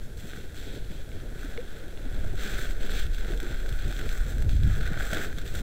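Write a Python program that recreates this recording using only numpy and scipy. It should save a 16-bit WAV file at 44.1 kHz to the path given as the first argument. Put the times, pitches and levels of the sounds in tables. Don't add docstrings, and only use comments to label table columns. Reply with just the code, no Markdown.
import sys
import numpy as np
from scipy import signal
from scipy.fft import rfft, irfft
from scipy.io import wavfile
from scipy.ndimage import uniform_filter1d

SR = 44100
rng = np.random.default_rng(int(sys.argv[2]) if len(sys.argv) > 2 else 0)


def volts(x):
    e = np.asarray(x, float) / 20
    return 10 ** e


def output_pcm(signal):
    pcm = np.clip(np.atleast_2d(signal).T, -1, 1) * 32767
    wavfile.write(sys.argv[1], SR, np.round(pcm).astype(np.int16))


N = 247842
T = np.arange(N) / SR

# start_s, buffet_level_db (slow pushes), flutter_level_db (quick ones)
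WIND = [(0, -33, -41), (.25, -39, -42.5), (.9, -32, -40.5), (1.1, -35.5, -44), (1.5, -32, -43.5),
        (1.9, -35.5, -48), (2.24, -22.5, -35.5), (2.46, -28, -42.5), (2.83, -22, -41.5), (3.61, -27.5, -48),
        (3.72, -23.5, -35.5), (3.95, -28.5, -39.5), (4.22, -21.5, -37.5), (4.3, -32.5, -31),
        (4.37, -24, -26), (4.62, -22, -22.5), (5.24, -28, -44.5), (5.62, -29.5, -32)]
# pitch_hz, level_db
BUFFET_COLOUR = [(1, 8), (3, 5), (8, 11.5), (16, 3), (30, 6), (45, -0.5), (70, -27.5), (120, -44)]
# pitch_hz, level_db
FLUTTER_COLOUR = [(25, -60), (45, -3), (65, -1.5), (90, -5), (130, -10), (180, -21.5), (300, -29.5),
                  (600, -56)]
# start_s, length_s, level_db
PUFFS = [(2.05, 0.089, -43), (2.17, 0.12, -32), (2.64, 0.061, -41.5), (2.82, 0.086, -48),
         (3.02, 0.051, -29.5), (3.46, 0.043, -32.5), (3.68, 0.054, -33.5), (3.8, 0.078, -30),
         (4.22, 0.057, -30), (4.33, 0.034, -23), (4.77, 0.034, -25), (5.1, 0.037, -41)]

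# start_s, length_s, level_db
RUBS = [(.2, 0.18, -47.5), (.6, 0.17, -45.5), (.89, 0.068, -49.5), (1.08, 0.55, -46), (1.62, 0.48, -48.5),
        (2.04, 0.42, -45), (2.36, 0.35, -41), (2.75, 0.21, -42), (3.15, 0.12, -45.5), (3.27, 0.098, -41),
        (3.41, 0.099, -39.5), (3.47, 0.2, -46), (3.8, 0.17, -44.5), (3.98, 0.083, -41), (4.12, 0.35, -45),
        (4.64, 1, -43.5), (5.08, 0.13, -38.5), (5.34, 0.051, -61), (5.54, 0.15, -42)]
# pitch_hz, level_db
RUB_COLOUR = [(100, 0), (180, 0), (300, -1), (450, -1), (650, -9.5), (850, -17.5), (1050, -23.5),
              (1400, -52)]

# start_s, level_db
LITTER = [
    (0, -63.5),
    (2.2, -60),
    (2.5, -55),
    (4.4, -58.5),
    (5.62, -58.5),
]
# start_s, length_s, level_db, body_db, brightness_db
SHUFFLES = [(.0, 0.046, -61, -7, -2), (1.117, 0.5, -55.5, 7, -14), (1.6, 0.24, -57.5, 6, -5),
            (1.947, 0.36, -54.5, 6.5, -6), (2.86, 0.15, -40.5, -1.5, -6), (3.402, 0.2, -47, 3.5, -7.5),
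            (3.787, 0.33, -47.5, 3.5, -2), (4.023, 0.28, -51.5, 8, 2), (4.574, 0.21, -52, 8, -2),
            (4.8, 0.19, -50, 10, -6.5), (5.51, 0.088, -48, 1, -2)]
# start_s, length_s, level_db, body_db, brightness_db
FAR_STEPS = [
    (0.158, 0.25, -53, -0.5, 0),
    (0.53, 0.29, -50, -4, -0.5),
    (0.892, .08, -55.5, -14, -6),
    (1.102, 0.11, -62, 0, -7),
    (1.36, 0.38, -55, 2, 0.5),
]
# start_s, length_s, level_db, body_db, brightness_db
STEPS = [(2.346, .3, -42, 2, -4.5), (2.56, .14, -52, 6, 0.5), (2.794, 0.064, -49.5, -6, -10),
         (3.11, 0.085, -50, -5, -6.5), (3.265, 0.036, -50.5, 3.5, -8.5), (3.38, 0.088, -54.5, 6.5, -5),
         (3.655, 0.1, -56, 7, -3), (3.757, 0.14, -49, 1.5, -5.5), (4.258, .15, -57.5, 4, 0.5),
         (4.476, 0.089, -51.5, -8, -3.5), (4.794, 0.074, -48, 4, -7), (4.96, 0.13, -45.5, 8, -0.5),
         (5.083, 0.16, -45, 7.5, -3), (5.356, 0.055, -52, 1, -5.5), (5.445, 0.028, -51, 1.5, -2)]

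# start_s, peak_db, body_db
TWIGS = [(0.3334, -41.5, 5.5), (0.3723, -46, 7), (.917, -38.5, -12), (1.534, -56, -15), (2.377, -38, 0),
         (2.394, -35, -7), (2.4957, -35, -1), (2.8943, -38, 2.5), (3.1453, -31.5, -14), (3.247, -34, -6),
         (3.2774, -47, -10), (3.3353, -38.5, 2), (3.4634, -52, -21), (3.6019, -38, 1), (3.7893, -35, -13),
         (3.9251, -31, -2), (3.935, -38, -16), (3.9656, -32, -13), (3.9933, -33, -6), (4.013, -34.5, -2),
         (4.091, -28, -13), (4.4929, -30, -8.5), (4.751, -37.5, -5), (4.8095, -30, -6),
         (4.9414, -44.5, 11.5), (4.9743, -40, 10), (5.461, -35, -15), (5.477, -33, -20)]
# start_s, peak_db, body_db
CRISP = [(.173, -43, -21), (0.6354, -40, -12), (1.393, -43, -1), (2.5894, -34.5, -1), (2.709, -39, -7),
         (3.375, -35.5, -18), (3.4011, -30.5, -4), (3.6605, -36, 0), (3.691, -32.5, -6), (3.7256, -37, -17),
         (3.8167, -48, -10), (4.1257, -32.5, -8), (4.3818, -37, -7), (4.4227, -33.5, -4.5),
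         (4.6335, -33, -28), (4.8756, -33.5, .4), (5.007, -39.5, 13.5), (5.1461, -28, -4),
         (5.1699, -28.5, 3), (5.3755, -45, -1), (5.384, -30, -4), (5.5493, -36.5, 3.5), (5.591, -36, -9)]
# start_s, peak_db, body_db
TEARS = [
    (0.544, -43.5, -3),
    (2.2474, -54, 11),
    (2.862, -39, -8),
    (3.429, -37.5, -7),
    (4.153, -47, 13.5),
    (4.1756, -37.5, 2),
    (5.1135, -32.5, -9),
    (5.1305, -26.5, -2),
    (5.1393, -36, -8),
]
# treble_db, length_ms
SNAP_KINDS = [
    (-16, .9),
    (-11, .9),
    (-7.5, 1.3),
]
SNAP_GAIN_DB = (37, 27, 32)

# start_s, peak_db, pitch_hz, decay_s
KNOCKS = [(0.238, -26.5, 167, 0.046), (0.374, -22, 172, 0.024), (0.743, -39, 161, 0.034),
          (0.901, -28.5, 188, 0.07), (1.443, -28, 285, 0.068), (2.059, -27, 263, 0.067),
          (2.613, -48, 390, 0.02), (3.302, -24, 362, 0.05), (3.331, -15.5, 180, 0.016),
          (3.43, -30, 365, 0.061), (3.995, -36, 223, 0.021), (4.674, -16, 165, 0.036),
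          (4.914, -19, 158, 0.055), (5.127, -16, 158, 0.024), (5.377, -24, 162, 0.043),
          (.76, -28, 402, 0.033), (.385, -33, 430, 0.027), (2.245, -31, 600, .03),
          (3.68, -29.5, 560, 0.028), (5.131, -19, 614, 0.026), (5.17, -41, 420, 0.02)]
# start_s, swell_s, pitch_hz, peak_db
HOLLOW = (1.577, .012, 440, -30)
# start_s, peak_db, low_ring_db
BUCKLE = [
    (1.5761, -29.5, 0),
    (1.9745, -34, -14),
    (1.1176, -39, -3),
]
# pitch_hz, decay_s
BUCKLE_MODES = [(2200, .014), (2800, .007), (3450, .008)]

# pitch_hz, level_db
CASE_SLOPE = [(300, -17), (800, -7), (1300, -11.5), (2000, -9.5), (4200, -9), (5000, -11), (7000, -15.5),
              (11000, -21)]
# pitch_hz, width_hz, level_db
CASE_PEAKS = [(977, 264, -24.5), (1519, 390, 11.5), (2950, 380, -6.5), (3360, 640, 5.5), (4745, 530, -5),
              (6170, 310, 8), (7670, 1090, 14), (8380, 360, -11.5), (9130, 1000, 11), (10900, 520, -21)]
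# pitch_hz, level_db
WHINE = [(3894, -81), (6745, -86), (9600, -80), (10638, -89)]


def unit(x):
    return x / np.sqrt(np.mean(x ** 2))


def even(x):
    return x / np.sqrt(uniform_filter1d(x ** 2, SR // 8) + 1e-9)


def curves(table):
    s, *columns = np.transpose(table)
    return [np.interp(T, s, column) for column in columns]


def slope(points, hz):
    f, db = np.transpose(points)
    return np.interp(np.log(hz + 0.14), np.log(f), db)


def coloured(points):
    hz = np.arange(N // 2 + 1) * SR / N
    gain = volts(slope(points, hz)) * (hz < points[-1][0])
    return unit(irfft(rfft(rng.standard_normal(N)) * gain, N))


def walk(rate_hz):
    k = int(SR / rate_hz)
    held = np.repeat(rng.standard_normal(N // 100), k)[:N]
    return unit(uniform_filter1d(uniform_filter1d(held, k), k))


def strokes(table, rise, sag_db_s, fade_db_s):
    s, length, db = np.transpose(table)[:3, :, None]
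    t = T[::64] - s
    swell = np.sin(np.pi / 2 * np.clip(t / (rise * length), 0, 1)) ** 2
    level_db = db - sag_db_s * t - fade_db_s * np.maximum(t - length, 0)
    return (swell * volts(level_db)) ** 2


def spread(x):
    return np.interp(T, T[::64], x)


def add(track, s, sound):
    i = int(s * SR)
    track[i:i + len(sound)] += sound[:N - i]


def registers(x):
    hz = np.arange(N // 2 + 1) * SR / N
    above_body = 1 / (1 + (2000 / (hz + 1)) ** 8)
    above_middle = 1 / (1 + (4800 / (hz + 1)) ** 12)
    shares = np.array([1 - above_body, above_body - above_middle, above_middle])
    return irfft(rfft(x) * shares, N)


def case(x):
    hz = np.arange(1025) * SR / 2048
    db = slope(CASE_SLOPE, hz)
    for f, width, gain in CASE_PEAKS:
        db = db + gain / (1 + (2 * (hz - f) / width) ** 2)
    cepstrum = irfft(db * np.log(10) / 20)
    cepstrum[1:1024] *= 2
    cepstrum[1025:] = 0
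    ringing = irfft(np.exp(rfft(cepstrum)))[:1024]
    return signal.fftconvolve(x, ringing)[:N]


def wind():
    buffet_db, flutter_db = curves(WIND)
    puffs = spread(strokes(PUFFS, rise=1, sag_db_s=15, fade_db_s=202).sum(axis=0))
    slow = even(coloured(BUFFET_COLOUR))
    quick = even(coloured(FLUTTER_COLOUR))
    buffet = volts(buffet_db) * unit(np.tanh(0.5 * slow))
    flutter = np.sqrt(volts(2 * (flutter_db - 1.5)) + puffs) * volts(2.6 * walk(25))
    return buffet + flutter * quick


def rub():
    rest_db = -48.5
    power = strokes(RUBS, rise=0.22, sag_db_s=3, fade_db_s=139).sum(axis=0) + volts(2 * rest_db)
    jerks = volts(0.7 * walk(30.32) + 2.15 * walk(90))
    return spread(np.sqrt(power)) * unit(even(coloured(RUB_COLOUR)) * jerks)


def litter():
    body_db, bright_db = np.transpose(np.vstack([FAR_STEPS, STEPS, SHUFFLES]))[3:]
    steps = strokes(STEPS, rise=0.34, sag_db_s=18, fade_db_s=137)
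    shuffles = strokes(SHUFFLES, rise=0.73, sag_db_s=14.5, fade_db_s=198)
    bed_db, = curves(LITTER)
    out = []
    parts = ((body_db, 4.5, 0), (0 * body_db, 0, 0), (bright_db, -2.5, 30))
    for db, rest_db, dulls_db_s in parts:
        far = strokes(FAR_STEPS, rise=0.16, sag_db_s=19.5 + dulls_db_s, fade_db_s=60)
        moving = spread(volts(2 * db) @ np.vstack([far, steps, shuffles]))
        out.append(np.sqrt(moving + volts(2 * (bed_db + rest_db))))
    return out


def breaks(per_s, spread_db, fade_samples, length):
    chance = rng.random((2, N))
    ticks = (chance[0] < per_s / SR) * volts(-spread_db * np.log(chance[1]))
    fade = np.exp(-np.arange(length) / fade_samples)
    return even(signal.fftconvolve(ticks, fade)[:N] * rng.standard_normal(N))


def leaves():
    low, mid, high = litter()
    grains = breaks(per_s=2500, spread_db=2, fade_samples=75, length=200)
    crackle = breaks(per_s=220, spread_db=3, fade_samples=29, length=300)
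    rustle = rng.standard_normal(N)
    clusters = volts(0.53 * walk(40) + 0.8 * walk(14))
    crush = case((0.73 * grains + 0.6 * rustle + volts(-8) * crackle) * clusters)
    body, crisp, treble = (unit(row) for row in registers(crush))
    return low * body * volts(0.18 * walk(25.3)) + mid * crisp + high * treble * volts(walk(30.01))


def snaps():
    out, t = np.zeros((3, N)), np.arange(600) / SR
    crack = 1.0 * (t == 0)
    for table, (treble_db, ms) in zip((TWIGS, CRISP, TEARS), SNAP_KINDS):
        for s, db, body_db in table:
            splinters = rng.standard_normal(600) * np.exp(-t * 1000 / (2.5 * ms))
            body = crack + 0.055 * splinters
            middle = crack + 0.11 * splinters
            treble = 0.08 * crack + 0.16 * splinters
            for track, layer, share_db in zip(out, (body, middle, treble), (body_db, 0, treble_db)):
                add(track, s + 0.0006, layer * volts(db + share_db))
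    return case(volts(SNAP_GAIN_DB) @ registers(out))


def knocks():
    out, t = np.zeros(N), np.arange(4000) / SR
    for s, db, hz, decay_s in KNOCKS:
        onset = 1 - np.exp(-t / 0.0029)
        thud = np.sin(2 * np.pi * hz * t) * 1000 ** (-t / decay_s) * onset
        add(out, s, -volts(db + 1.0) * thud)
    s, swell_s, hz, db = HOLLOW
    shape = (t / swell_s * np.exp(1 - t / swell_s)) ** 2
    add(out, s, volts(db) * shape * np.sin(2 * np.pi * hz * t * (1 + 2.8 * t)))
    return out


def buckle():
    out, t = np.zeros(N), np.arange(800) / SR
    low, *high = (np.sin(2 * np.pi * hz * t) * 1000 ** (-t / decay_s) for hz, decay_s in BUCKLE_MODES)
    for s, db, low_db in BUCKLE:
        add(out, s, volts(db) * (volts(low_db) * low + 0.5 * sum(high)))
    return out


def scene():
    return (wind() + rub() + leaves() + snaps() + knocks() + buckle())[None]


def roll_off(x):
    return signal.sosfilt(signal.butter(12, 16530, fs=SR, output="sos"), x)


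def record(dry):
    hiss_db, offset, converter_hz, top_hz = -58, -0.011, 10900, 15730
    hiss = volts(hiss_db) * rng.standard_normal(dry.shape)
    whine = sum(volts(db) * np.sqrt(2) * np.sin(2 * np.pi * hz * T) for hz, db in WHINE)
    converter = signal.ellip(8, 0.2, 60, converter_hz, fs=SR, output="sos")
    slow = signal.sosfilt(converter, dry + hiss + whine)
    held = np.repeat(slow[:, ::2], 2, axis=1)[:, :N]
    top = signal.ellip(12, 0.2, 80, top_hz, fs=SR, output="sos")
    cut = signal.sosfilt(top, held)
    stop = np.clip((T[-1] - T) / 0.004, 0, 1)
    return roll_off((cut + offset) * stop)


dry = scene()
out = record(dry)
output_pcm(out)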